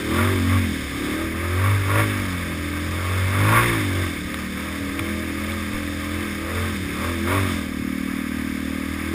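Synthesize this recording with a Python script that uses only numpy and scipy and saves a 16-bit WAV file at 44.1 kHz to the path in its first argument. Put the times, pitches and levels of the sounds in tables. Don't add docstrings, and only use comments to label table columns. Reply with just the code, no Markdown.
import sys
import numpy as np
from scipy import signal
from scipy.fft import rfft, irfft, next_fast_len
from scipy.io import wavfile
from scipy.ndimage import uniform_filter1d, map_coordinates

SR = 44100
rng = np.random.default_rng(int(sys.argv[2]) if len(sys.argv) > 2 else 0)


def gain_from_db(level_db):
    decades = np.asarray(level_db, float) / 20
    return 10 ** decades


def persist_wave(psi):
    counts = np.round(np.clip(psi, -1, 1) * 32767).astype(np.int16)
    wavfile.write(sys.argv[1], SR, np.atleast_2d(counts).T)


N = 403064

# t/s, rate/(cycles/s)
CRUISE = [(0.0, 36.2), (0.9, 34.7), (2.6, 40.0), (3.4, 46.6), (4.2, 35.6), (5.3, 40.2), (6.4, 39.3),
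          (6.9, 33.8), (7.8, 31.3), (9.14, 41.0)]
# peak t/s, extra rate/(cycles/s), rise/s, fall/s
SURGES = [(0.28, 12.7, 0.112, 0.168), (0.58, 9.2, 0.075, 0.127), (1.22, 3.3, 0.108, 0.056),
          (1.5, 6.8, 0.169, 0.133), (1.73, 11.2, 0.099, 0.233), (2.02, 9.4, 0.071, 0.299),
          (3.14, 1.9, 0.149, 0.134), (3.66, 15.4, 0.147, 0.158), (4.03, 6.8, 0.097, 0.086),
          (4.39, 1.7, 0.112, 0.053), (4.71, 2.5, 0.169, 0.164), (5.09, 1.9, 0.071, 0.129),
          (5.53, 2.7, 0.103, 0.095), (5.77, 2.2, 0.045, 0.135), (6.18, 3.3, 0.129, 0.093),
          (6.66, 8.1, 0.124, 0.095), (7.1, 7.8, 0.095, 0.079), (7.38, 11.3, 0.102, 0.113),
          (7.6, 6.4, 0.3, 0.287), (8.17, 3.9, 0.245, 0.3)]
# t/s, second cylinder strength/0-1, its lag/cycles, brightness/(dB/oct), narrowness/(dB/oct^2)
FIRING = [(0.0, 0.6, 0.351, 25.0, -20.0), (0.25, 0.69, 0.379, 10.0, -3.0), (0.5, 0.57, 0.364, -12.0, 19.0),
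          (0.8, 0.0, 0.345, 15.0, -19.0), (1.15, 0.28, 0.394, 16.0, -10.0), (1.75, 0.57, 0.354, 9.0, -8.0),
          (2.3, 0.0, 0.357, -5.0, 5.0), (3.1, 0.0, 0.374, 14.0, -17.0), (3.6, 0.71, 0.36, 1.0, -8.0),
          (4.15, 0.05, 0.354, 4.0, 0.0), (4.9, 0.58, 0.398, 10.0, -6.0), (5.6, 0.63, 0.396, 11.0, 7.0),
          (6.4, 0.9, 0.393, 6.0, 3.0), (6.86, 0.1, 0.366, 12.0, -12.0), (7.35, 0.76, 0.365, 5.0, 5.0),
          (7.65, 0.0, 0.345, -6.0, 25.0), (8.85, 0.0, 0.391, 1.0, 25.0), (9.14, 0.77, 0.379, 19.0, -8.0)]
# t/s, amount/0-1
SLOSH = [
    (0, 1),
    (7.55, 1),
    (7.75, .04),
    (8.95, .04),
    (9.14, .6),
]
# t/s, level/dB
OUTLET = [(0, -32), (.12, -22), (.72, -25.5), (.88, -37), (1.03, -25.5), (1.8, -31.5), (2.05, -25.5),
          (2.8, -30.5), (3.25, -36), (3.5, -23.5), (3.95, -27.5), (4.2, -31.5), (4.8, -27.5), (6.0, -28.5),
          (6.4, -28), (6.7, -29), (7.38, -26), (9.14, -27)]
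# t/s, mud drag/dB, water thrown/dB
GROUND = [(0, 0, 3.4), (.6, 5.5, 1.5), (.92, 7, 4), (1.05, -1, 4), (1.3, 1.5, -1.5), (1.7, 4.5, -1.5),
          (2.1, -1, -1), (3.3, 3, 0.5), (3.75, -2, 0), (4.05, 1, 2), (4.3, -2, -.5), (6.45, -1.5, -0.3),
          (6.9, 3, 2), (7.25, 0, .1), (7.55, 1, 3.5), (7.72, .5, -4), (8.0, -4, -3.5), (9.14, 2.5, -2)]
# t/s, level/dB, width/s
SHAKES = [(.25, -1.5, .03), (1.66, 2, .05), (1.9, 6, 0.019), (1.99, 5, 0.039), (3.36, 0, .05),
          (3.5, 3, 0.1), (3.6, 1.5, 0.023), (6.22, 3.5, 0.053), (6.55, -0.5, 0.047), (7.05, 1, 0.028),
          (7.31, 1.5, 0.032)]
# t/s, peak level/dB, ring f/Hz, decay/cycles
LUMPS = [
    (4.3429, -16, 1990, 12),
    (4.343, -18, 1250, 8),
    (4.3431, -19, 3500, 16),
    (4.9926, -15.5, 2300, 26),
    (4.9945, -22, 3500, 28),
    (4.9964, -19, 1220, 14),
    (5.52, -24, 3550, 30),
    (6.152, -21, 1900, 9),
]
# t/s, peak level/dB, f/Hz, decay/cycles
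JOLTS = [(.8, -26, 113, 13), (.92, -28, 110, 12), (3.8, -25, 140, 9), (4.25, -20, 78, 7),
         (4.8, -28, 100, 15), (5.0, -18, 92, 9), (5.703, -26, 103, 12), (5.735, -16, 20, 2.6),
         (6.8, -23, 87, 18), (6.85, -27, 270, 14), (7.8, -27, 110, 14)]

# f/Hz, level/dB
PIPE_DB = [(60, -40), (100, -6), (140, -11), (180, 4), (220, 1.1), (280, 1), (340, -6.5), (415, -25),
           (450, -38), (600, -120)]
TAILPIPE_DB = [(390, -54), (440, -4.5), (520, 1), (620, 1.5), (690, -17), (900, -15), (1250, -11),
               (1400, -50)]
# f/Hz, level/(dB per Hz)
GEAR_DB = [(600, -57), (700, -12.5), (950, -11.5), (1050, -4), (1240, 1.5), (1420, -10.5), (1500, -36.5)]
VALVE_DB = [(1250, -22), (1500, -6), (1580, 1), (1640, -2), (1750, -0.5), (1820, -1.5), (2000, -2),
            (2230, 2.5), (2310, -2), (2380, -6), (2470, -4), (2750, -9.5), (2890, -20), (3100, -50)]
DROP_DB = [(2600, -34), (2890, -8.5), (3080, -3), (3300, -6), (3570, 2.5), (3700, -4), (4200, -21),
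           (4800, -29)]
MIST_DB = [(3700, -21), (4300, -10.5), (5100, -1), (5500, -4.5), (6000, -16), (7000, -90)]
TYRE_DB = [(20, -12), (50, 0.5), (120, -1.5), (300, -6), (600, -12), (750, -23), (1000, -56)]
# f/Hz, width/Hz, level/dB
CASING = [(970, 87, -4), (1094, 10.5, 9), (1158, 13, 8), (1415, 28, 3)]

# at the middle rate/dB, slope/(dB per 10 cycles/s), bend above the middle/dB,
# speeding up/dB, slowing down/dB (both per 50 cycles/s per s)
BOOM_LAW = (-27.5, 13.5, -7.5, 1.5, -1.9)
RASP_LAW = (-41.5, 5, -1.5, 8, -2)
GEAR_LAW = (-38, 6.5, 0.2, 7, -1.4)
VALVE_LAW = (-33.5, 3, 2.5, 2.5, -0.4)
DROP_LAW = (-40.5, 3, 1.1, 2, 0.8)
FLUTTER_DB = {"boom": 1.4, "exhaust": 1.3, "rasp": 2, "gears": .9, "valves": .5}

MIDDLE_RATE_HZ, LAG_S = 44, .06
WARM_RATE_HZ, WARM_POWER = 41, .75
DRY_TYRES_DB, DRY_RASP_DB = 0.5, -3
START_CYCLE = .27


def unit(x):
    return x / np.sqrt(np.mean(x ** 2) + 1e-20)


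def along(points, hz):
    f, v = np.transpose(points)
    return np.interp(np.log(hz + 1), np.log(f + 1), v)


def curves(rows):
    s, *cols = np.transpose(rows)
    return [np.interp(np.arange(N) / SR, s, c) for c in cols]


def wobble(rate_hz):
    knots = rng.standard_normal(int(N * rate_hz / SR) + 4)
    return map_coordinates(knots, [np.arange(N) * rate_hz / SR], order=1)


def coloured(x, spectrum):
    m = next_fast_len(N + 8192)
    gain = gain_from_db(along(spectrum, np.fft.rfftfreq(m, 1 / SR)))
    return unit(irfft(rfft(x, m) * gain, m)[:N])


def steady(x):
    return x / np.sqrt(np.abs(uniform_filter1d(x ** 2, size=SR // 8)) + 1e-12)


def speed():
    peak_s, extra, rise_s, fall_s = np.transpose(SURGES)[..., None]
    grid = np.arange(0, N + 100, 100)
    late_s = grid / SR - peak_s
    width_s = np.where(late_s < 0, rise_s, fall_s)
    humps = (extra * np.exp(-.5 * (late_s / width_s) ** 2)).sum(axis=0)
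    return curves(CRUISE)[0] + np.interp(np.arange(N), grid, humps)


def level(law):
    rate, lag = speed(), round(LAG_S * SR)
    revs = (rate - MIDDLE_RATE_HZ) / 10
    earlier = np.pad(rate, (lag, 0), mode="reflect", reflect_type="odd")[:N]
    push = (rate - earlier) / LAG_S / 50
    return np.dot(law, [np.ones(N), revs, np.maximum(revs, 0) ** 2, np.maximum(push, 0), np.maximum(-push, 0)])


def shudder_db():
    t = np.arange(N) / SR
    return sum(db * np.exp(-.5 * ((t - s) / width) ** 2) for s, db, width in SHAKES)


def firing_pair(k, cycle, slosh, second, lag):
    jitter = slosh * .015 + (1 - slosh) * .05 * (k > 10)
    drift = slosh * 1.8 * wobble(2) + jitter * k * wobble(25)
    delay = 1.1 + 1.1 * np.tanh(.05 * (k - 6) ** 3) + .3 * max(k - 10, 0) ** 2
    turn = 2 * np.pi * k * cycle + delay + drift
    pair = np.cos(turn) + second ** (9 / max(k, 9)) * np.cos(turn - 2 * np.pi * k * lag)
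    return pair * gain_from_db((.8 + 1.1 * slosh) * wobble(4) + 3.2 * slosh * wobble(9))


def exhaust(cycle):
    rate, (slosh,) = speed(), curves(SLOSH)
    second, lag, brightness_db, narrowness_db = curves(FIRING)
    boom_db = level(BOOM_LAW) + curves(GROUND)[0] - 1.6 + FLUTTER_DB["boom"] * wobble(12)
    exhaust_db = curves(OUTLET)[0] + FLUTTER_DB["exhaust"] * wobble(7) - 1.05
    rasp_db = level(RASP_LAW) + 0.68 * shudder_db() + DRY_RASP_DB * (1 - slosh)
    rasp_db = rasp_db + FLUTTER_DB["rasp"] * wobble(6) - 1.0
    low, high = np.zeros(N), np.zeros(N)
    for k in range(3, 27):
        pair = firing_pair(k, cycle, slosh, second, lag)
        cool_hz = k * rate / np.maximum(rate / WARM_RATE_HZ, 1) ** WARM_POWER
        octaves = np.clip(np.log2(cool_hz / 270), -1.2, .65)
        low += gain_from_db(along(PIPE_DB, cool_hz) + brightness_db * octaves - narrowness_db * octaves ** 2) * pair
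        slow_db = 4.7 * np.clip(rate - 46, -8, 0) * np.maximum(np.log2(k * rate / 540), 0)
        high += gain_from_db(along(TAILPIPE_DB, k * rate) + slow_db) * pair
    boom = gain_from_db(boom_db) * np.sqrt(2) * np.cos(4 * np.pi * cycle + 0.95)
    throb_db = -43.0 + 1.7 * (rate - 49.0) + 3.1 * wobble(6.07)
    throb = gain_from_db(throb_db) * np.cos(2 * np.pi * cycle)
    return boom + throb + gain_from_db(exhaust_db) * steady(low) + gain_from_db(rasp_db) * steady(high)


def gears(rattle_db, load, shaken):
    hz = np.linspace(600, 6000, num=1800)
    rings = sum(gain_from_db(2 * db) / (1 + (2 * (hz - c) / w) ** 2) for c, w, db in CASING)
    casing_db = 10 * np.log10(rings) - 6.5 * np.log2(np.maximum(hz / 2400, 1))
    casing = coloured(rng.standard_normal(N) * shaken, np.transpose([hz, casing_db]))
    rattle = coloured(rng.standard_normal(N) * shaken, GEAR_DB)
    return gain_from_db(rattle_db) * (np.sqrt(1 - load) * rattle + np.sqrt(load) * casing)


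def valves(shaken):
    clatter_db = level(VALVE_LAW) + 0.47 * shudder_db() + 0.44 * curves(GROUND)[1]
    clatter_db = clatter_db + FLUTTER_DB["valves"] * wobble(9)
    return gain_from_db(clatter_db) * coloured(rng.standard_normal(N) * shaken, VALVE_DB)


def racket(cycle):
    rattle_db = level(GEAR_LAW) + shudder_db() + 0.5 * curves(GROUND)[1] + FLUTTER_DB["gears"] * wobble(9)
    load = np.clip((rattle_db + 39.0) / 16, 0, .9)
    beat_db = 1.2 * np.cos(2 * np.pi * cycle + 1.3) + 1.9 * np.cos(4 * np.pi * cycle + 0.38)
    shaken = gain_from_db(load * beat_db + 0.88 * wobble(150) + 0.61 * wobble(20))
    return gears(rattle_db, load, shaken) + valves(shaken)


def spray_level_db():
    return level(DROP_LAW) + curves(GROUND)[1]


def spray(cycle):
    spray_db = spray_level_db() + 0.22 * shudder_db()
    beat = np.cos(2 * np.pi * cycle + 1.3)
    drops = rng.standard_normal(N) * gain_from_db(.5 * beat + 0.63 * wobble(200) + 0.35 * wobble(20))
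    mist = gain_from_db(0.63 * (spray_db + 40) - 45.5) * coloured(drops, MIST_DB)
    return gain_from_db(spray_db - 1) * coloured(drops, DROP_DB) + mist


def blows(rows):
    out, t = np.zeros(N + SR), np.arange(SR // 4) / SR
    for s, db, hz, cycles in rows:
        shape = (1 - np.exp(-t * hz)) * gain_from_db(db + 6.5 - 60 * t * hz / cycles)
        out[round(s * SR):][:len(t)] += shape * np.sin(2 * np.pi * hz * t)
    return out[:N]


def tyres():
    firm_db = DRY_TYRES_DB * (1 - curves(SLOSH)[0])
    churn_db = 0.58 * (spray_level_db() + 43.5) - 40 + firm_db + 1.3 * wobble(8)
    return gain_from_db(churn_db) * coloured(rng.standard_normal(N), TYRE_DB)


def scene():
    cycle = START_CYCLE + np.cumsum(speed()) / SR
    engine = exhaust(cycle) + racket(cycle)
    return (engine + spray(cycle) + blows(LUMPS) + blows(JOLTS) + tyres())[None]


def roll_off(x):
    return signal.sosfilt(signal.butter(12, 15700, fs=SR, output="sos"), x)


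def record(dry):
    slow = signal.resample_poly(dry, 40, 147, axis=1)
    held = signal.resample_poly(np.repeat(slow, 4, axis=1), 147, 160, axis=1)
    kept = rfft(held, N) * (np.fft.rfftfreq(N, 1 / SR) < 15310)
    return roll_off(irfft(kept, N))


dry = scene()
out = record(dry)
persist_wave(out)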